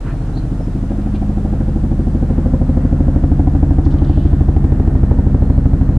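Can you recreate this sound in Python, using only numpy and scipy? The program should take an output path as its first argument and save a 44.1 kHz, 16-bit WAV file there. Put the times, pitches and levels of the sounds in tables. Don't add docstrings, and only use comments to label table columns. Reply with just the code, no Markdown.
import sys
import numpy as np
from scipy import signal
from scipy.fft import rfft, irfft, next_fast_len
from scipy.io import wavfile
from scipy.ndimage import map_coordinates

SR = 44100
rng = np.random.default_rng(int(sys.argv[2]) if len(sys.argv) > 2 else 0)


def dump(signal):
    limited = np.clip(np.atleast_2d(signal).T, -1, 1)
    pcm = np.round(limited * 32767).astype(np.int16)
    wavfile.write(sys.argv[1], SR, pcm)


N = 263718

# (time [s], rate [Hz])
BLADE_RATE = [(.6, 12.82), (1.5, 12.9), (2.55, 12.822)]


def amp(db):
    return 10 ** (np.asarray(db) / 20)


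def unit(x):
    return x / np.sqrt(np.mean(x ** 2) + 1e-20)


def clock():
    return np.arange(N) / SR


def along(points, hz):
    f, v = np.transpose(points)
    return np.interp(np.log(hz + 1), np.log(f + 1), v)


def curve(points):
    return np.interp(clock(), *np.transpose(points))


def wobble(rate):
    return map_coordinates(rng.standard_normal(int(N * rate / SR) + 4), [np.arange(N) * rate / SR])


def swell(peak_s, half_s):
    return np.exp(-((clock() - peak_s) / half_s) ** 2)


def filtered(x, response):
    size = next_fast_len(N + SR)
    mirror = x[..., ::-1][..., :SR // 8] * np.linspace(1, 0, SR // 8)
    spectrum = rfft(np.concatenate([x, mirror], axis=-1), size)
    return irfft(spectrum * response(np.fft.rfftfreq(size, 1 / SR)), size)[..., :N]


def coloured(x, colour):
    return unit(filtered(x, lambda hz: amp(along(colour, hz))))


def delayed(x, first_ms, last_ms):
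    return np.interp(clock() - np.linspace(first_ms, last_ms, N) / 1000, clock(), x, left=0)


def spread(pair, colour):
    # (frequency [Hz], left-right coherence [ratio])
    coherence = [(200, 0.95), (600, 0.94), (1000, 0.86), (2000, 0.49), (4000, 0.19), (10000, 0.1)]
    angle = lambda hz: np.arccos(np.clip(along(coherence, hz), -1, .998)) / 2
    mid, side = filtered(pair, lambda hz: amp(along(colour, hz)) * [np.cos(angle(hz)), np.sin(angle(hz))])
    return np.array([mid + side, mid - side])


def rush(colour):
    return unit(spread(rng.standard_normal((2, N)), colour))


def scatter(x, positions=5):
    # (frequency [Hz], reverberation time [s])
    decay = [(60, 0.31), (160, 0.58), (300, 0.44), (800, 0.13), (2000, 0.084), (5000, 0.19)]
    # (frequency [Hz], level [dB])
    colour = [(20, -3.5), (80, -0.5), (140, -1.5), (290, 5), (450, 11.5), (800, 3.5), (1500, 11),
              (5000, 4.5)]
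    hz, t, noise = signal.stft(rng.standard_normal((positions, 2, SR // 2)), SR, nperseg=256)
    tails = signal.istft(noise * amp(-60 * t / along(decay, hz)[:, None]), SR, nperseg=256)[1]
    place = np.linspace(0, positions - 1, N)
    wet = np.zeros((2, N))
    for k, tail in enumerate(tails):
        crossfade = np.sqrt(np.clip(1 - abs(place - k), 0, 1))
        wet += crossfade * signal.fftconvolve(x[None], tail / np.linalg.norm(tail[0]), axes=1)[:, :N]
    return spread(wet, colour)


def shadow(clear_at_s=1.86, time_constant_s=.64):
    return 1 / (1 + np.exp((clock() - clear_at_s) / time_constant_s))


def town_noise(hum_db=-31, hiss_db=-52, hiss_db_per_s=-.5):
    # (frequency [Hz], relative density [dB])
    hum = [(8, -23), (25, -13), (60, -5.5), (150, -6.5), (290, -6.5), (400, -15.5), (900, -60.5)]
    hiss = [(500, -11), (2500, 7), (4500, 3), (6000, 1), (8000, 0.5), (10000, -3), (11200, -7.5),
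            (12000, -22), (13500, -19.5), (15000, -32.5)]
    return amp(hum_db + wobble(1.3)) * rush(hum) + amp(hiss_db + hiss_db_per_s * clock()) * rush(hiss)


def bird():
    # (time [s], length [s], start [Hz], end [Hz], bend [over 1 levels off, under 1 flicks], level [dB])
    chirps = [(.328, .02, 4100, 3850, 1.5, -55), (.348, .019, 3800, 5100, .6, -49),
              (.363, 0.027, 3550, 4530, 3.2, -43), (.366, .034, 3200, 4130, 4.5, -44)]
    out = np.zeros(N)
    for onset, length, start_hz, end_hz, bend, db in chirps:
        progress = np.clip((clock() - onset) / length, 0, 1)
        pitch = end_hz + (start_hz - end_hz) * (1 - progress) ** bend + 25 * wobble(500)
        out += amp(db) * np.sin(np.pi * progress) * np.sin(2 * np.pi * np.cumsum(pitch) / SR)
    return out


def far_squeals():
    # (time [s], length [s], start [Hz], end [Hz], level [dB])
    squeals = [(0, 0.27, 4120, 4300, -62), (.6, .11, 5300, 5120, -62), (5.39, .22, 4130, 4180, -64),
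               (5.618, .4, 4130, 4090, -66)]
    out = np.zeros(N)
    for onset, length, start_hz, end_hz, db in squeals:
        progress = np.clip((clock() - onset) / length, 0, 1)
        pitch = start_hz + (end_hz - start_hz) * progress + 35 * wobble(200)
        envelope = amp(db + 3 * wobble(45)) * np.sqrt(abs(np.sin(np.pi * progress)))
        out += envelope * np.sin(2 * np.pi * np.cumsum(pitch) / SR)
    return out


def rustles():
    # (time [s], length [s], centre [Hz], width [octaves], level [dB])
    scuffs = [(0.09, 0.081, 1200, 0.67, -41), (1.018, 0.0088, 2800, .4, -52),
              (1.155, 0.021, 2900, 0.44, -46.5), (3.854, 0.015, 4100, 0.45, -49.5),
              (3.92, 0.037, 3880, .45, -53), (3.987, .012, 3200, .4, -50), (4.048, 0.011, 3600, .55, -50.5),
              (4.092, 0.012, 3900, 0.37, -53), (4.166, 0.38, 3070, 0.36, -55)]
    out = np.zeros(N)
    for peak_s, length, centre_hz, octaves, db in scuffs:
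        band = lambda hz: np.exp(-(np.log2((hz + 1) / centre_hz) / octaves) ** 2 / 2)
        out += amp(db) * swell(peak_s, length / 2) * unit(filtered(rng.standard_normal(N), band))
    return out


def turbine(whine_hz=1822, whine_db=-68, beam_db=13.5):
    phase = 2 * np.pi * np.cumsum(whine_hz + 9 * wobble(25)) / SR
    level_db = whine_db + beam_db * swell(peak_s=4.9, half_s=1.1)
    flutter_db = 2.5 * np.array([wobble(8.4), wobble(27)])
    return amp(level_db + flutter_db) * np.sin(phase)


def engine_roar(open_db=-38, shadow_db=-2):
    # (frequency [Hz], relative density [dB])
    roar = [(100, -43.5), (400, 1.5), (520, 7.5), (700, 7), (1000, -0.5), (1400, -2.5), (1850, -7.5),
            (2400, -18.5), (4000, -31.5), (7000, -54)]
    return amp(open_db + shadow_db * shadow() + .58 * wobble(7)) * rush(roar)


def blade_count(first_pass_s=.049):
    # (time [s], lag [ms])
    wander = [(0, 1.62), (1, .78), (2, .92), (3, -.11), (4, .24), (5, -.61), (6, -.4)]
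    rate = curve(BLADE_RATE)
    return np.cumsum(rate) / SR - rate[0] * (first_pass_s + curve(wander) / 1000)


def ms_from_pass(count):
    return (count - np.round(count)) / curve(BLADE_RATE) * 1000


def tail_rotor(count, gear_ratio=5.125, open_db=-24.5, shadow_db=-12.5, flutter_db=3):
    # (harmonic [number], relative level [dB])
    harmonics = [(1, -5), (2, -2.5), (3, -7.5), (4, -5.5), (5, -11), (6, -19.5)]
    phase = 2 * np.pi * gear_ratio * count
    drone = np.zeros(N)
    for k, db in harmonics:
        fading = amp(db + flutter_db * wobble(2.217))
        drone += fading * np.cos(k * phase + rng.uniform(0, 2 * np.pi) + .5 * wobble(7))
    return np.sqrt(2) * amp(open_db + shadow_db * shadow()) * drone


def throb(count, open_db=-21, shadow_db=-5):
    # (harmonic of the blade rate [number], relative level [dB])
    harmonics = [(2, -19), (3, 4)]
    wave = -sum(amp(db) * np.cos(2 * np.pi * k * count) for k, db in harmonics)
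    return np.sqrt(2) * amp(open_db + shadow_db * shadow() + .46 * wobble(3.5)) * wave


def ringing(thump):
    # (frequency [Hz], bandwidth [Hz], level [dB], peak time [s], half length [s])
    modes = [(135, 23, -5, 0.35, 0.62), (208.8, 2.7, 10.5, 1.23, 0.33), (290, 14.7, 3.5, 0.96, 0.55),
             (254, 62, -6, 2.85, 0.43), (200, 4.7, 6.5, 5.15, 0.32), (269.4, 11, 5, 5.73, .69),
             (205, 46, 0, 6.13, .45), (390, 40, -5.5, 5.2, 0.76)]
    out = np.zeros(N)
    for mode_hz, width, db, peak_s, half_s in modes:
        resonance = lambda hz: 1j * hz * width / (mode_hz ** 2 - hz ** 2 + 1j * hz * width)
        out += amp(db) * swell(peak_s, half_s) * filtered(thump, resonance)
    return out


def arrival(x, first_ms, last_ms, db, peak_s, half_s, cutoff_hz):
    dull = filtered(x, lambda hz: 1 / (1 + (hz / cutoff_hz) ** 2))
    return amp(db) * swell(peak_s, half_s) * delayed(dull, first_ms, last_ms)


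def street(thump, slap, scatter_db=-14):
    # (first lag [ms], last lag [ms], level [dB], peak time [s], half length [s], cutoff [Hz])
    walls = [(-2.2, 1.38, -6, 5.97, 0.76, 2500), (7, 4.6, -8, 1.78, 2.4, 620),
             (10, 6.89, -11.5, 3.3, 1.82, 3300), (10.5, 4.16, -7.5, 2.77, 2.45, 1600),
             (12.5, 13.45, -11.5, 3.42, 1.4, 910), (14, 7.68, 0.74, 3.97, 3.4, 210),
             (17.5, 15.4, 3.5, 5.37, 2.1, 130), (18.5, 10.85, 3, 4.47, 3.41, 146),
             (23.5, 33.8, -10.5, 6.3, 2.2, 550), (24.5, 21.64, -7, .8, 8.6, 99),
             (31.5, 12.2, -13.5, 0.65, 1.9, 540), (33.5, 25.85, -8.5, 1.63, 1.5, 286),
             (35.5, 47.5, -7, 1.67, 2.5, 95), (36.5, 35.8, 1.5, 4.28, 4.07, 91),
             (46, 40, -10.5, 5.2, 2, 485), (52, 50.6, -7, 4.5, 2.23, 300),
             (57, 54.05, -0.5, 1.74, 1.62, 71), (62.5, 55, -1, 4.53, 3.6, 84),
             (65.5, 64, -3, 4.66, 3.05, 177), (69.5, 59.8, -14.5, 1.6, 3.7, 415),
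             (74, 64.5, -12.5, 2.5, 1.2, 710), (77, 75.1, -13, 2.06, 3.05, 400)]
    far_wall = (29.5, 29, -9.5, 4.5, 1, 1998.5)
    direct, ground = (0, 0, 0, 4, 2.52, 3000), (3.39, 2.756, 2.1, 4.32, 3.15, 336)
    beat = sum(arrival(thump + slap, *path) for path in [direct, ground, *walls])
    bounce = amp(-17 + 16 * shadow()) * delayed(slap, first_ms=14, last_ms=4)
    diffuse = scatter(slap + amp(-1 - 5 * shadow()) * thump)
    return beat + bounce + arrival(slap, *far_wall) + ringing(thump) + amp(scatter_db) * diffuse


def snaps(count, half_ms=2.3):
    # (time [s], half length [s], level [dB])
    spells = [(3.5, .4, -62), (4.65, 0.28, -53.5), (5.701, .4, -55.5)]
    # (frequency [Hz], relative level [dB])
    colour = [(500, -15), (1200, 2.5), (1800, 0.5), (3000, -6.5), (5000, -17.5), (8000, -28.5)]
    grit = rng.standard_normal(N) * np.exp(-(ms_from_pass(count) / half_ms) ** 2)
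    return sum(amp(db) * swell(peak_s, half_s) for peak_s, half_s, db in spells) * coloured(grit, colour)


def main_rotor(count, dip_db=3.5, slap_db=-34.5, shadow_db=-8, jitter_ms=.07):
    # (frequency [Hz], relative level [dB])
    crack_colour = [(150, -30), (265, 10.5), (330, 0.5), (430, 6), (520, 2.5), (660, 4), (780, 2.5),
                    (950, -6), (1200, -15.5), (2000, -23)]
    burst_colour = [(150, -30.5), (300, -2), (470, -6.5), (600, 2), (790, 2), (950, -1.5), (1130, -21),
                    (1600, -14), (3000, -38.5), (6000, -73)]
    # (time [s], half length [s], boost [dB])
    bites = [(.364, .03, 3.5), (0.604, 0.039, 8), (.91, .03, 8.5), (1.4, 0.38, 7.5), (2.6, 0.49, 4.5),
             (3.408, 0.34, 3.5), (3.631, .03, 3), (3.865, .03, 2), (4.6, 0.23, 1.5), (5.113, .03, 4.5),
             (5.7, 0.47, 2.5)]
    blade = np.round(count).astype(int) + 1
    early, size = np.tanh(rng.standard_normal((blade.max() + 1, 2)))[blade].T
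    ms = ms_from_pass(count) + jitter_ms * early
    pulse = lambda at_ms, half_ms: np.exp(-((ms - at_ms) / half_ms) ** 2)
    dip = -amp(dip_db + .5 * size) * pulse(0, half_ms=1.402)
    thump = filtered(dip, lambda hz: 1 - 1 / (1 + (hz / 45) ** 20))
    fronts = pulse(-2.687, half_ms=.27) + pulse(1.22, half_ms=.23)
    crack = coloured(fronts, crack_colour)
    burst = coloured(rng.standard_normal(N) * pulse(0, half_ms=4), burst_colour)
    bite_db = sum(db * swell(peak_s, half_s) for peak_s, half_s, db in bites)
    slap = amp(slap_db + shadow_db * shadow() + bite_db) * (amp(.5) * crack + amp(-7.5) * burst)
    return thump, slap


def scene(echo_db=-7):
    count = blade_count()
    helicopter = street(*main_rotor(count)) + throb(count) + tail_rotor(count) + turbine() + engine_roar()
    background = town_noise()
    small_sounds = bird() + far_squeals() + rustles()
    return background + small_sounds + amp(echo_db) * scatter(small_sounds) + helicopter + snaps(count)


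def record(dry, low_hz=5, top_hz=15100):
    x = filtered(dry, lambda hz: 1j * hz / (low_hz + 1j * hz)) * signal.windows.tukey(N, .003)
    saturated = x / (1 + x ** 32) ** (1 / 32)
    return signal.sosfilt(signal.butter(16, top_hz, fs=SR, output="sos"), saturated)


dry = scene()
out = record(dry)
dump(out)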